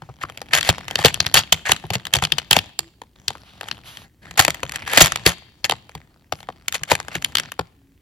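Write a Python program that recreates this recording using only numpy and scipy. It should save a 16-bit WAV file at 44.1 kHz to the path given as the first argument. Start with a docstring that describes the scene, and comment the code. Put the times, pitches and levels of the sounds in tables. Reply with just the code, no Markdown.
"""In a small furnished room, close to a phone, long fingernails work at a plastic organiser tray on carpet:
they pry out strips of small lidded compartments, turn them and press them back.
Contacts are short rough forces ringing resonances of walls, lids and rims, with a hollow knock from the tray.
Stick-slip jerks drive the same plastic for rasps and rubbing; skin hisses, beads rattle and low modes thump.
Diffuse noise tails give the room's faint answer, shaped noise its air; what exceeds full scale clips."""
import sys
import numpy as np
from scipy import signal
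from scipy.fft import rfft, irfft
from scipy.io import wavfile
from scipy.ndimage import uniform_filter1d

SR = 44100
rng = np.random.default_rng(int(sys.argv[2]) if len(sys.argv) > 2 else 0)


def master(y):
    """Save y as 16-bit WAV."""
    cut = np.clip(np.atleast_2d(y).T, -1, 1)
    pcm = np.round(cut * 32767)  # scale
    wavfile.write(sys.argv[1], SR, pcm.astype(np.int16))


N = 353241

# resonances of the plastic, from side walls over lids to the stiff rims:
# (centre [Hz], width of one filter pass [Hz], level [dB])
PLASTIC_MODES = [(1290, 450, -4), (1788, 560, 2), (2220, 1400, 2), (2656, 410, -1.5), (3164, 530, 3.5),
                 (3588, 360, -2.5), (4375, 1000, 3), (5307, 390, -8.5), (5850, 3400, -0.5), (6790, 920, 2),
                 (7760, 610, 0), (11090, 2600, -1.5), (12300, 530, -15), (13900, 530, -6.5)]
# a catch or a rim lets go with a bright snap: (time [s], lid ring [dB], hollow knock [dB re lid],
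# hard tick [dB re lid], favoured lid resonance [Hz], contact t60 [ms], left minus right [dB])
SNAP_EVENTS = [(0.535, -9, -6, -6, 2640, 13, 10.5), (0.9568, -8.5, -13, -8.5, 3830, 7, 3),
               (1.0565, -2, -5.5, -4, 3900, 34, 7), (1.1437, -15.5, -17.5, -1, 3240, 2.9, 7),
               (1.2042, -4.5, -19, -12, 4130, 5.1, 4), (1.2655, -11.5, -15.5, -9, 4430, 9, 2.5),
               (1.3425, -2, -11.5, 0.5, 3500, 23, 1), (1.3697, -1.5, -13.5, -8.5, 3140, 123, 2.5),
               (1.5244, 0.5, -11, -3, 3550, 28.4, 0), (1.7188, -2, -8, -1.5, 2960, 8.9, 2.5),
               (2.1381, -3, -16, -4.5, 3500, 8.1, -3), (2.1559, -13.5, -4, -1, 3300, 14, 4.5),
               (2.2387, -13, -11, -8, 3300, 9, 4), (2.2508, -11, -18, -10, 3200, 10, 6),
               (2.3217, -5, -27, -12, 3100, 6.8, 8), (2.3837, -12.5, -6.5, -6, 2480, 25, 8),
               (2.5111, -0.5, -11.5, -1.5, 3370, 7.4, -3.5), (2.5302, -2.5, -11, -5.5, 3220, 11, 5),
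               (2.5891, -10.5, -29, -13, 3100, 8.3, 4.5), (2.792, -14, -10.5, 1, 4580, 7, -0.5),
               (3.282, -12, -21, -4.5, 3400, 7.2, 3), (3.714, -17.5, -13.5, -16, 3290, 4.5, 7.5),
               (4.4503, -12, -4.5, -5.5, 2705, 5.6, 6.5), (5.02, -11, -10, 9, 5800, 26, 1),
               (5.6446, -11.5, -15, -11.5, 2280, 5.5, 7.5), (5.6973, -11, -2.5, -7, 3200, 2.4, -0.5),
               (5.7109, -14.5, -14, -7, 3300, 7, 8.5), (6.7443, -19, -7, -5.5, 2610, 63, 4.5),
               (7.2472, -11, -32, -10.5, 3250, 2.4, 2), (7.3537, -9, -26, -11.5, 3340, 7.7, 5),
               (7.3712, -11.5, -32, -15.5, 3350, 5, 0), (7.3846, -16.5, -12, -10, 3200, 2.8, 5.5)]
# a strip bumps into the hollow tray: (time [s], knock level [dB], lid ring [dB re knock],
# knock pitch [Hz], thump on the carpet [dB])
KNOCK_EVENTS = [(0.021, -29.5, -14, 1040, -38.5), (0.09, -33.5, -52, 745, -36.5),
                (0.2367, -15.5, -23.5, 1200, -34.5), (0.6909, -4.5, 0, 733, -16),
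                (0.99, -17, -3.5, 845, -28), (1.0482, 1, -2, 503, -18.5), (1.2621, -31, 4.5, 899, -32),
                (1.6937, -13, -4.5, 830, -27), (1.8395, -26.5, -16, 840, -31.5),
                (1.9043, -17, -2.5, 860, -24.5), (1.9542, -20, 5.5, 590, -25),
                (2.167, -23.5, 6.5, 590, -23.5), (2.2244, -13, -6.5, 860, -23.5),
                (2.5663, -4, -2.5, 618, -25), (4.394, -1, -1, 750, -22), (4.481, -8.5, -7.5, 715, -31.5),
                (4.6322, -16.5, -9, 695, -33), (4.975, 1, 2.5, 644, -28.5), (5.0102, 0, 4, 660, -12.5),
                (5.264, -4, 6.5, 395, -16.5), (5.721, -11, -8.5, 830, -38), (5.9516, -27, -3, 786, -35),
                (6.3241, -13, -8, 700, -37), (6.4885, -18, -21, 740, -48), (6.753, -26.5, 1, 798, -50),
                (6.812, -41.5, -18, 760, -37.5), (6.9166, -2.5, -11, 643, -24.5),
                (7.1535, -22, -1.5, 780, -30.5), (7.593, -11.5, -10, 700, -30.5)]


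def undb(db):
    """Amplitude factor of a level in dB."""
    return 10 ** (np.asarray(db) / 20)


def unit(x):
    """Scale to rms 1."""
    return x / np.sqrt(np.mean(x ** 2) + 1e-20)


def burst(x):
    """Scale a short stereo sound to the energy of 2 ms at rms 1."""
    return x * np.sqrt(2 * .002 * SR / (np.sum(x ** 2) + 1e-20))


def decay(t, t60_s):
    """Exponential decay by 60 dB in t60_s seconds."""
    return np.exp(-np.log(1000) * t / t60_s)


def resonate(x, hz, width):
    """A resonance applied twice, for steep skirts; the width in Hz is that of one pass."""
    b, a = signal.iirpeak(min(hz, SR * .45), hz / width, fs=SR)
    once = signal.lfilter(b, a, x + 1e-18)
    return signal.lfilter(b, a, once)


def band(x, low_hz, high_hz):
    """Band-pass."""
    sos = signal.butter(2, [low_hz, min(high_hz, SR * .48)], "band", fs=SR, output="sos")
    return signal.sosfilt(sos, x)


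def pair(count, apart):
    """Left and right noise: a common part, and a part that differs."""
    common, side = rng.standard_normal((2, count))
    return np.array([common + apart * side, common - apart * side])


def pan(db):
    """Gains of the two channels; db is left minus right."""
    return undb(np.array([[db], [-db]]) / 2)


def add(out, s, x):
    """Mix x into out from time s on."""
    i = max(int(s * SR), 0)
    out[:, i:i + x.shape[1]] += x[:, :max(N - i, 0)]


def walk(rate_hz):
    """Slow chance: random levels, rate_hz of them a second, joined smoothly, spread near 1."""
    levels = rng.standard_normal(400)
    joined = np.interp(np.arange(N) / SR * rate_hz, np.arange(400), levels)
    return 1.3 * uniform_filter1d(joined, size=1500)


def swell(start, end, edge_s):
    """Rise smoothly at start, hold, and fall at end."""
    t = np.arange(N) / SR
    return np.sin(np.pi / 2 * np.clip(np.minimum(t - start, end - t) / edge_s, 0, 1))


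def air(level_db=-57):
    """Still air of the room: low rumble and faint hiss as shaped noise; now and then a soft low tone."""
    # colour of the noise: (frequency [Hz], relative density [dB per Hz])
    air_colour = [(20, -23), (40, -4), (70, 0.5), (130, -4), (200, -11), (350, -12), (700, -33),
                  (3000, -34), (8000, -38.5), (16000, -37.5)]
    # faint tones that swell and fade: (start [s], end [s], middle pitch [Hz], level [dB])
    low_tones = [(2.779, 2.901, 337, -48), (7.11, 7.277, 272, -52), (7.75, 7.977, 274, -57)]
    hz, db = np.transpose(air_colour)
    colour = undb(np.interp(np.log(np.arange(N // 2 + 1) * SR / N + 1), np.log(hz), db))
    out = undb(level_db) * unit(irfft(rfft(pair(N, apart=0.12)) * colour, N))
    for start, end, tone_hz, tone_db in low_tones:
        wavering_hz = tone_hz * (1 + 0.012 * walk(rate_hz=7.8))
        phase = 2 * np.pi * np.cumsum(wavering_hz) / SR
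        out = out + undb(tone_db) * swell(start, end, edge_s=0.045) * np.sin(phase)
    return out


def room(x, gap_s=0.0068):
    """A faint diffuse tail, decaying noise in four bands, lasts longest in the presence range."""
    # decay by band: (lower edge [Hz], upper edge [Hz], t60 [s], level before the band-pass [dB])
    room_bands = [(100, 500, .45, -30), (500, 2200, .52, -27), (2200, 4600, .66, -26),
                  (4600, 12000, .34, -30)]
    t = np.arange(int(.8 * SR)) / SR
    response = 0
    for low_hz, high_hz, t60, db in room_bands:
        tail = pair(len(t), apart=0.88) * decay(t, t60) * np.minimum(t / gap_s, 1)
        response = response + undb(db) * band(unit(tail) / np.sqrt(len(t)), low_hz, high_hz)
    return signal.fftconvolve(x, response, axes=1)[:, :N]


def ports(x):
    """Sound reaches the two microphone ports with a phase difference that depends on frequency."""
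    # (frequency [Hz], phase by which left leads [rad])
    port_phase = [(0, 0.5), (700, 0.39), (1800, 1.38), (3100, 0.56), (5200, 0), (7100, -2.5), (8400, -3),
                  (11000, -7), (16000, -12.5)]
    hz, radians = np.transpose(port_phase)
    turn = np.exp(1j * np.interp(np.arange(N // 2 + 1) * SR / N, hz, radians))
    return np.array([irfft(rfft(x[0]) * turn, N), x[1]])


def lifted(s):
    """Whether a strip is held clear of the tray at time s."""
    # (start [s], end [s])
    lift_spans = [(4.3, 5.2), (6.65, 7.55)]
    return any(start < s < end for start, end in lift_spans)


def contacts():
    """All snaps, knocks and taps as (s, lid dB, knock dB, clack dB, tick dB, lid Hz, knock Hz, t60 ms, pan dB)."""
    # a nail taps lightly on the plastic: (time [s], lid ring [dB], hollow knock [dB re lid])
    tap_events = [(0.2987, -36, 6), (0.3748, -29.5, -8), (0.417, -28, 4.5), (0.58, -22, -8),
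                  (0.6103, -16, -27.5), (0.6298, -17.5, -16.5), (0.6999, -12, -10.5), (0.7824, -30.5, 5.5),
                  (0.882, -24.5, -3.5), (0.9107, -23.5, -0.5), (1.083, -16, -10), (1.764, -26, -14.5),
                  (2.0533, -24, -19), (2.0692, -24, -7.5), (2.1513, -16, -5), (2.1877, -24.5, -6.5),
                  (3.018, -37, 9.5), (3.305, -29, 7), (3.3531, -45, 15), (3.6114, -27.5, 1),
                  (3.632, -38.5, 10.5), (3.6863, -26.5, -10), (3.9718, -31, -12), (4.3109, -36.5, -0.5),
                  (4.3757, -23, -15.5), (4.505, -20.5, -18), (4.5458, -30.5, -4), (4.6949, -31.5, -3.5),
                  (4.7212, -29, -14.5), (4.759, -23.5, -18), (4.8776, -29.5, 3.5), (4.9348, -20, 5),
                  (5.0595, -15.5, -22), (5.0699, -20, -5), (5.1215, -19.5, -9.5), (5.1593, -20.5, -3),
                  (5.8939, -40, 3), (6.4047, -39, -1), (6.43, -40, 2), (6.683, -18.5, -16.5),
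                  (6.725, -24, -28), (6.835, -22.5, -14.5), (6.9529, -21.5, -4), (7.0016, -28.5, 2.5),
                  (7.0836, -34, 5.5), (7.2237, -31.5, -9), (7.399, -21, -11), (7.5199, -30.5, -3.5)]
    hand_pan_db = 3.5  # the hand works at the left end
    # clack (side walls) and tick (rims) are in dB re the lid; clicks() shifts both
    snaps = [(s, db, knock_db, -6, tick_db, lid_hz, 820, t60_ms, pan_db)
             for s, db, knock_db, tick_db, lid_hz, t60_ms, pan_db in SNAP_EVENTS]
    knocks = [(s, db + lid_db, -lid_db, -2.5, -6, 2400, knock_hz, 14, hand_pan_db)
              for s, db, lid_db, knock_hz, _ in KNOCK_EVENTS]
    taps = [(s, db, knock_db, 0, -4.5, 3380, 780, 9.2, hand_pan_db)
            for s, db, knock_db in tap_events]
    return snaps + knocks + taps


def shoves(snap_thump_db=-27.5):
    """Knocks push the tray against the carpet, and so do snaps while the strip sits in it: (s, dB)."""
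    from_knocks = [(s, thump_db) for s, *_, thump_db in KNOCK_EVENTS]
    from_snaps = [(s, db + snap_thump_db) for s, db, *_ in SNAP_EVENTS if not lifted(s)]
    return from_knocks + from_snaps


def thumps(push_s=0.012, lead_s=.002, scuff_db=-9, scuff_s=0.016):
    """A soft shove rocks the whole tray in its low modes, and its hollow floor scuffs for a moment."""
    # the loaded tray on the carpet: (middle pitch [Hz], t60 [s], middle level [dB])
    tray_modes = [(73, 0.13, -8.5), (102, 0.069, -1), (122.3, 0.089, -2), (158, 0.13, -4), (261, 0.013, -2),
                  (364.4, 0.041, -0.5)]
    out = np.zeros((2, N))
    t = np.arange(int(.3 * SR)) / SR
    onset = np.sin(np.pi / 2 * np.minimum(t / push_s, 1)) ** 2
    for s, db in shoves():
        rock = 0
        for hz, t60, mode_db in tray_modes:
            detune, strength = rng.standard_normal(2)
            swing = np.sin(2 * np.pi * (hz * (1 + .07 * detune) * t + rng.random()))
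            rock = rock + undb(mode_db + 2 * strength) * swing * decay(t, t60) * onset
        loudest = np.sqrt(uniform_filter1d(rock ** 2, size=800).max())
        scuff = unit(resonate(pair(len(t), apart=.15), 680, 1100)) * onset * np.exp(-t / scuff_s)
        add(out, s - lead_s, undb(db) * (rock / loudest + undb(scuff_db) * scuff) * pan(0.86))
    return out


def strip_speed(rest_db=-70.5, skid_db=-35.5, skid_db_per_db=.6, skid_s=0.045):
    """A strip slides while the hand moves it, and skids on, slowing down, after every contact."""
    # the hand moves a strip about: (start [s], end [s], speed [dB])
    hand_moves = [(-.1, 0.186, -60), (0.171, 0.493, -53), (0.473, 1.457, -45.5), (1.45, 2.72, -55.5),
                  (3.15, 3.55, -56.5), (3.526, 4.083, -53), (4.216, 4.85, -47.5), (4.81, 5.285, -44.5),
                  (5.24, 6.287, -62.5), (6.3, 6.901, -59), (6.891, 7.502, -49)]
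    jolts = np.zeros(N)
    for s, db, *_ in contacts():
        jolts[int(s * SR)] += undb(skid_db + skid_db_per_db * db) ** 2
    skid = np.sqrt(signal.lfilter([1], [1, -np.exp(-2 / (skid_s * SR))], jolts))
    moved = sum(undb(db) * swell(start, end, edge_s=0.021) for start, end, db in hand_moves)
    return undb(rest_db) + skid + moved


def plastic(force, apart, touch_db, size=1):
    """A rough force rings every mode as far as the touched spot allows: wall clack, lid ring, rim tick."""
    clack_below_hz, tick_above_hz = 2450, 5450
    parts = np.zeros((3, 2, len(force)))
    for (hz, width, db), spot_db in zip(PLASTIC_MODES, touch_db):
        group = int(hz > clack_below_hz) + int(hz > tick_above_hz)
        ringing = unit(resonate(force * pair(len(force), apart), hz * size, width))
        parts[group] += undb(db + spot_db) * ringing
    return parts


def friction(slips_per_s, scatter_db, slip_s, smooth, knock_db, clack_db, tick_db, wander_db):
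    """Stick and slip: uneven jerks drive the plastic, its colour wandering with the contact spot; rms 1."""
    times = np.cumsum(rng.gamma(2, 1 / (2 * slips_per_s), int(2 * slips_per_s * N / SR)))
    places = (times[times < N / SR] * SR).astype(int)
    jerks = np.zeros(N)
    jerks[places] = undb(scatter_db * np.clip(rng.standard_normal(len(places)), -2, 2))
    slips = signal.lfilter([1], [1, -np.exp(-1 / (slip_s * SR))], jerks)
    force = unit(slips) + smooth
    force /= np.sqrt(uniform_filter1d(force ** 2, size=1800) + 1e-9)  # the finger keeps a steady pressure
    touch_db = [wander_db * walk(rate_hz=9.1) for _ in PLASTIC_MODES]
    clack, lid, tick = plastic(force, apart=0.43, touch_db=touch_db)
    knock = resonate(force * pair(N, apart=0.16), 730, 630) * pan(2.7)
    shell = unit(lid) + undb(clack_db) * unit(clack) + undb(tick_db) * unit(tick)
    return unit(shell + undb(knock_db) * unit(knock))


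def sliding(rub_db=-3.0, rumble_db=-1.0):
    """Light rubbing hisses in the lids, and the handled tray rumbles, both as loud as the strip is fast."""
    speed = strip_speed()
    rub = friction(slips_per_s=32, scatter_db=0, slip_s=0.00033, smooth=0.71,
                   knock_db=2.0, clack_db=3.5, tick_db=-2.5, wander_db=3.5)
    rumble = unit(resonate(pair(N, apart=0.11), 96, 170))
    return speed * (undb(rub_db) * rub + undb(rumble_db) * rumble) * pan(1.5)


def strokes():
    """Skin glides without catching: a soft hiss that wavers with the finger's pressure."""
    # smooth strokes of a fingertip over the plastic:
    # (start [s], end [s], level before the wavering [dB], bright part re dull part [dB])
    stroke_events = [(3.42, 3.614, -54, -21), (3.837, 4.06, -45.5, -10), (6.337, 6.432, -56, 3)]
    out = 0
    dull = unit(resonate(pair(N, apart=.4), 3200, 2200))
    dull = dull + undb(-4) * unit(resonate(pair(N, apart=0.36), 1200, 1600))
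    bright = unit(resonate(pair(N, apart=0.35), 6500, 3000))
    bright = bright + undb(3.5) * unit(resonate(pair(N, apart=.6), 11200, 3000))
    for start, end, db, bright_db in stroke_events:
        hiss = unit(dull + undb(bright_db) * bright)
        out = out + undb(db) * swell(start, end, edge_s=0.04) * hiss
    return out * undb(2 * walk(rate_hz=25))


def beads(chances_per_s=90, busy_db=-38, scatter_db=4, bead_db=3, middle_hz=2500, spread_octaves=0.72,
          width=0.31, body_db=0, brush_s=0.00047):
    """Loose beads knock about, more often the faster a strip moves; each hit has its pitch and rings a cup."""
    out = np.zeros((2, N))
    strip_db = 20 * np.log10(strip_speed())
    t = np.arange(int(.02 * SR)) / SR
    force = np.exp(-t / brush_s)
    for when in np.cumsum(rng.exponential(1 / chances_per_s, size=900)):
        strength, octaves, side = np.clip(rng.standard_normal(3), -2, 2)
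        hz = middle_hz * 2 ** (spread_octaves * octaves)
        bead = resonate(force * pair(len(t), apart=0.22), hz, hz * width)
        cup = resonate(force * pair(len(t), apart=0.32), 1500, 2900)
        speed_db = strip_db[min(int(when * SR), N - 1)]
        # at busy_db and above, every chance becomes a hit
        if rng.random() < undb(speed_db - busy_db) and when < N / SR:
            loudness = undb(speed_db + bead_db + scatter_db * strength)
            hit = burst(bead) + undb(body_db) * burst(cup)
            add(out, when, loudness * hit * pan(1.5 + 2 * side))
    return out


def rasps(soft_db=-27):
    """Ribs judder past the tray's edge: a hollow crunch under light pressure, a bright rattle under more."""
    # an edge judders along its neighbour: (start [s], end [s], first level [dB], last level [dB])
    rasp_events = [(0.208, 0.239, -40.5, -28.5), (0.508, .535, -44, -32), (0.533, 0.596, -12.5, -21),
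                   (0.637, 0.708, -28.5, -20), (0.981, 1.031, -26.5, -28.5), (1.039, 1.109, -18.5, -30.5),
                   (1.354, 1.403, -8.5, -24.5), (1.654, 1.722, -28, -21), (1.933, 1.95, -23, -20),
                   (2.128, 2.178, -29, -38), (2.222, 2.261, -21, -30.5), (2.509, 2.595, -23.5, -28.5),
                   (3.62, 3.691, -54, -36.5), (4.376, 4.406, -14.5, -6.5), (4.408, 4.463, -14.5, -34.5),
                   (4.737, 4.775, -31, -36), (4.866, 4.975, -33, -18.5), (4.974, 5.006, -14, -15.5),
                   (5.005, 5.023, 1.5, -4.5), (5.027, 5.081, -13, -23.5), (5.252, 5.264, -32, -14),
                   (5.267, 5.339, -9.5, -36), (5.648, 5.673, -15, -41), (6.734, 6.765, -27.5, -26.5),
                   (6.875, 6.924, -39, -13), (6.924, 6.946, -26.5, -27), (7.106, 7.169, -43, -31.5)]
    t, pressure = np.arange(N) / SR, np.zeros(N)
    for start, end, first_db, last_db in rasp_events:
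        level_db = np.interp(t, [start, end], [first_db, last_db])
        pressure += (t >= start) * (t < end) * undb(level_db)
    pressure = np.maximum(uniform_filter1d(pressure, size=130), 0)
    hard = pressure / (pressure + undb(soft_db))
    rattle = friction(slips_per_s=300, scatter_db=4.5, slip_s=0.0013, smooth=.3,
                      knock_db=-6, clack_db=1, tick_db=0.5, wander_db=1.0)
    crunch = friction(slips_per_s=220, scatter_db=0.5, slip_s=0.0016, smooth=0.34,
                      knock_db=1.5, clack_db=9, tick_db=-16, wander_db=4)
    return pressure * (np.sqrt(hard) * rattle + np.sqrt(1 - hard) * crunch) * pan(1.6)


def hollow(push, hz, width, floor_ratio=.49, floor_db=-14):
    """The tray's knock falls in pitch: first its walls answer, then, lower, its floor."""
    def note(lag_s, note_hz):
        late = np.roll(push, int(lag_s * SR), axis=1)
        return burst(resonate(late, note_hz, note_hz * width))
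    walls = note(.0008, hz)
    floor = note(.004, hz * floor_ratio)
    return walls + undb(floor_db) * floor


def clicks(rise_s=0.00021, lead_s=0.00095, knock_width=0.79, knock_grit=0.34, ring_db=-28, ring_t60_s=0.056,
           swell_in_db=-21, swell_in_s=.0011, tick_damping=.15):
    """Each contact swells briefly, strikes and rings; the tray below answers with a hollow knock."""
    clack_db_per_db = 0.17  # the hollower a contact, the more side wall
    free_clack_db, free_tick_db = 6.5, 7  # walls and rims of a lifted strip ring more freely
    focus_db, focus_octaves = 4.5, .22  # how much the favoured resonance stands out, and how narrowly
    # a loose strip falls back once; a hollow bump bounces more than a crisp snap
    rebound_s, rebound_db, rebound_db_per_db = .014, -20.5, 0.38
    out = np.zeros((2, N))
    before = int(.008 * SR)
    t = (np.arange(int(.055 * SR)) - before) / SR
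    after = np.maximum(t, 0)
    mode_hz = np.array(PLASTIC_MODES)[:, 0]
    for s, db, knock_db, clack_db, tick_db, lid_hz, knock_hz, t60_ms, pan_db in contacts():
        clack_db += clack_db_per_db * knock_db + free_clack_db * lifted(s)
        tick_db += free_tick_db * lifted(s)
        snap = decay(after, t60_ms * 1e-3)
        shiver = undb(ring_db) * decay(after, ring_t60_s)
        swell_in = undb(swell_in_db) * np.exp(-abs(t) / swell_in_s)
        force = (1 - np.exp(-after / rise_s)) * (snap + shiver) + swell_in
        # no two lids, and no two spots on a lid, ring quite alike
        touch_db = 3 * rng.standard_normal(len(PLASTIC_MODES))
        size = 1 + .025 * rng.standard_normal()
        touch_db += focus_db * np.exp(-(np.log2(mode_hz / lid_hz) / focus_octaves) ** 2)
        clack, lid, tick = plastic(force, apart=0.45, touch_db=touch_db, size=size)
        tick = tick * snap ** tick_damping  # the stiff rims fall silent first
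        impulse = signal.unit_impulse(len(t), before) * rng.choice([-1, 1])
        push = impulse + knock_grit * force * pair(len(t), apart=0.05)
        knock = hollow(push, knock_hz, knock_width) * pan(3.8)
        ring = (burst(lid) + undb(clack_db) * burst(clack)) * pan(pan_db)
        rim = undb(tick_db) * burst(tick) * pan(pan_db - 3.5)
        sound = ring + rim + undb(knock_db) * burst(knock)
        start = s - lead_s - before / SR
        add(out, start, undb(db) * sound)
        fallback_db = db + rebound_db + rebound_db_per_db * knock_db
        add(out, start + rebound_s * (.5 + rng.random()), undb(fallback_db) * sound)
    return out


def scene():
    """The handled tray, close by and without its deepest bass, in its room and still air."""
    tray = clicks() + rasps() + sliding() + beads() + strokes() + thumps()
    tray = signal.sosfilt(signal.butter(2, 48, "high", fs=SR, output="sos"), tray)
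    return ports(tray) + room(tray) + air()


def record(dry):
    """The phone clips whatever exceeds full scale and cuts the top above 16.3 kHz."""
    clipped = np.clip(dry, -1, 1)
    return signal.sosfilt(signal.ellip(8, .2, 70, 16300, fs=SR, output="sos"), clipped)


dry = scene()
out = record(dry)
master(out)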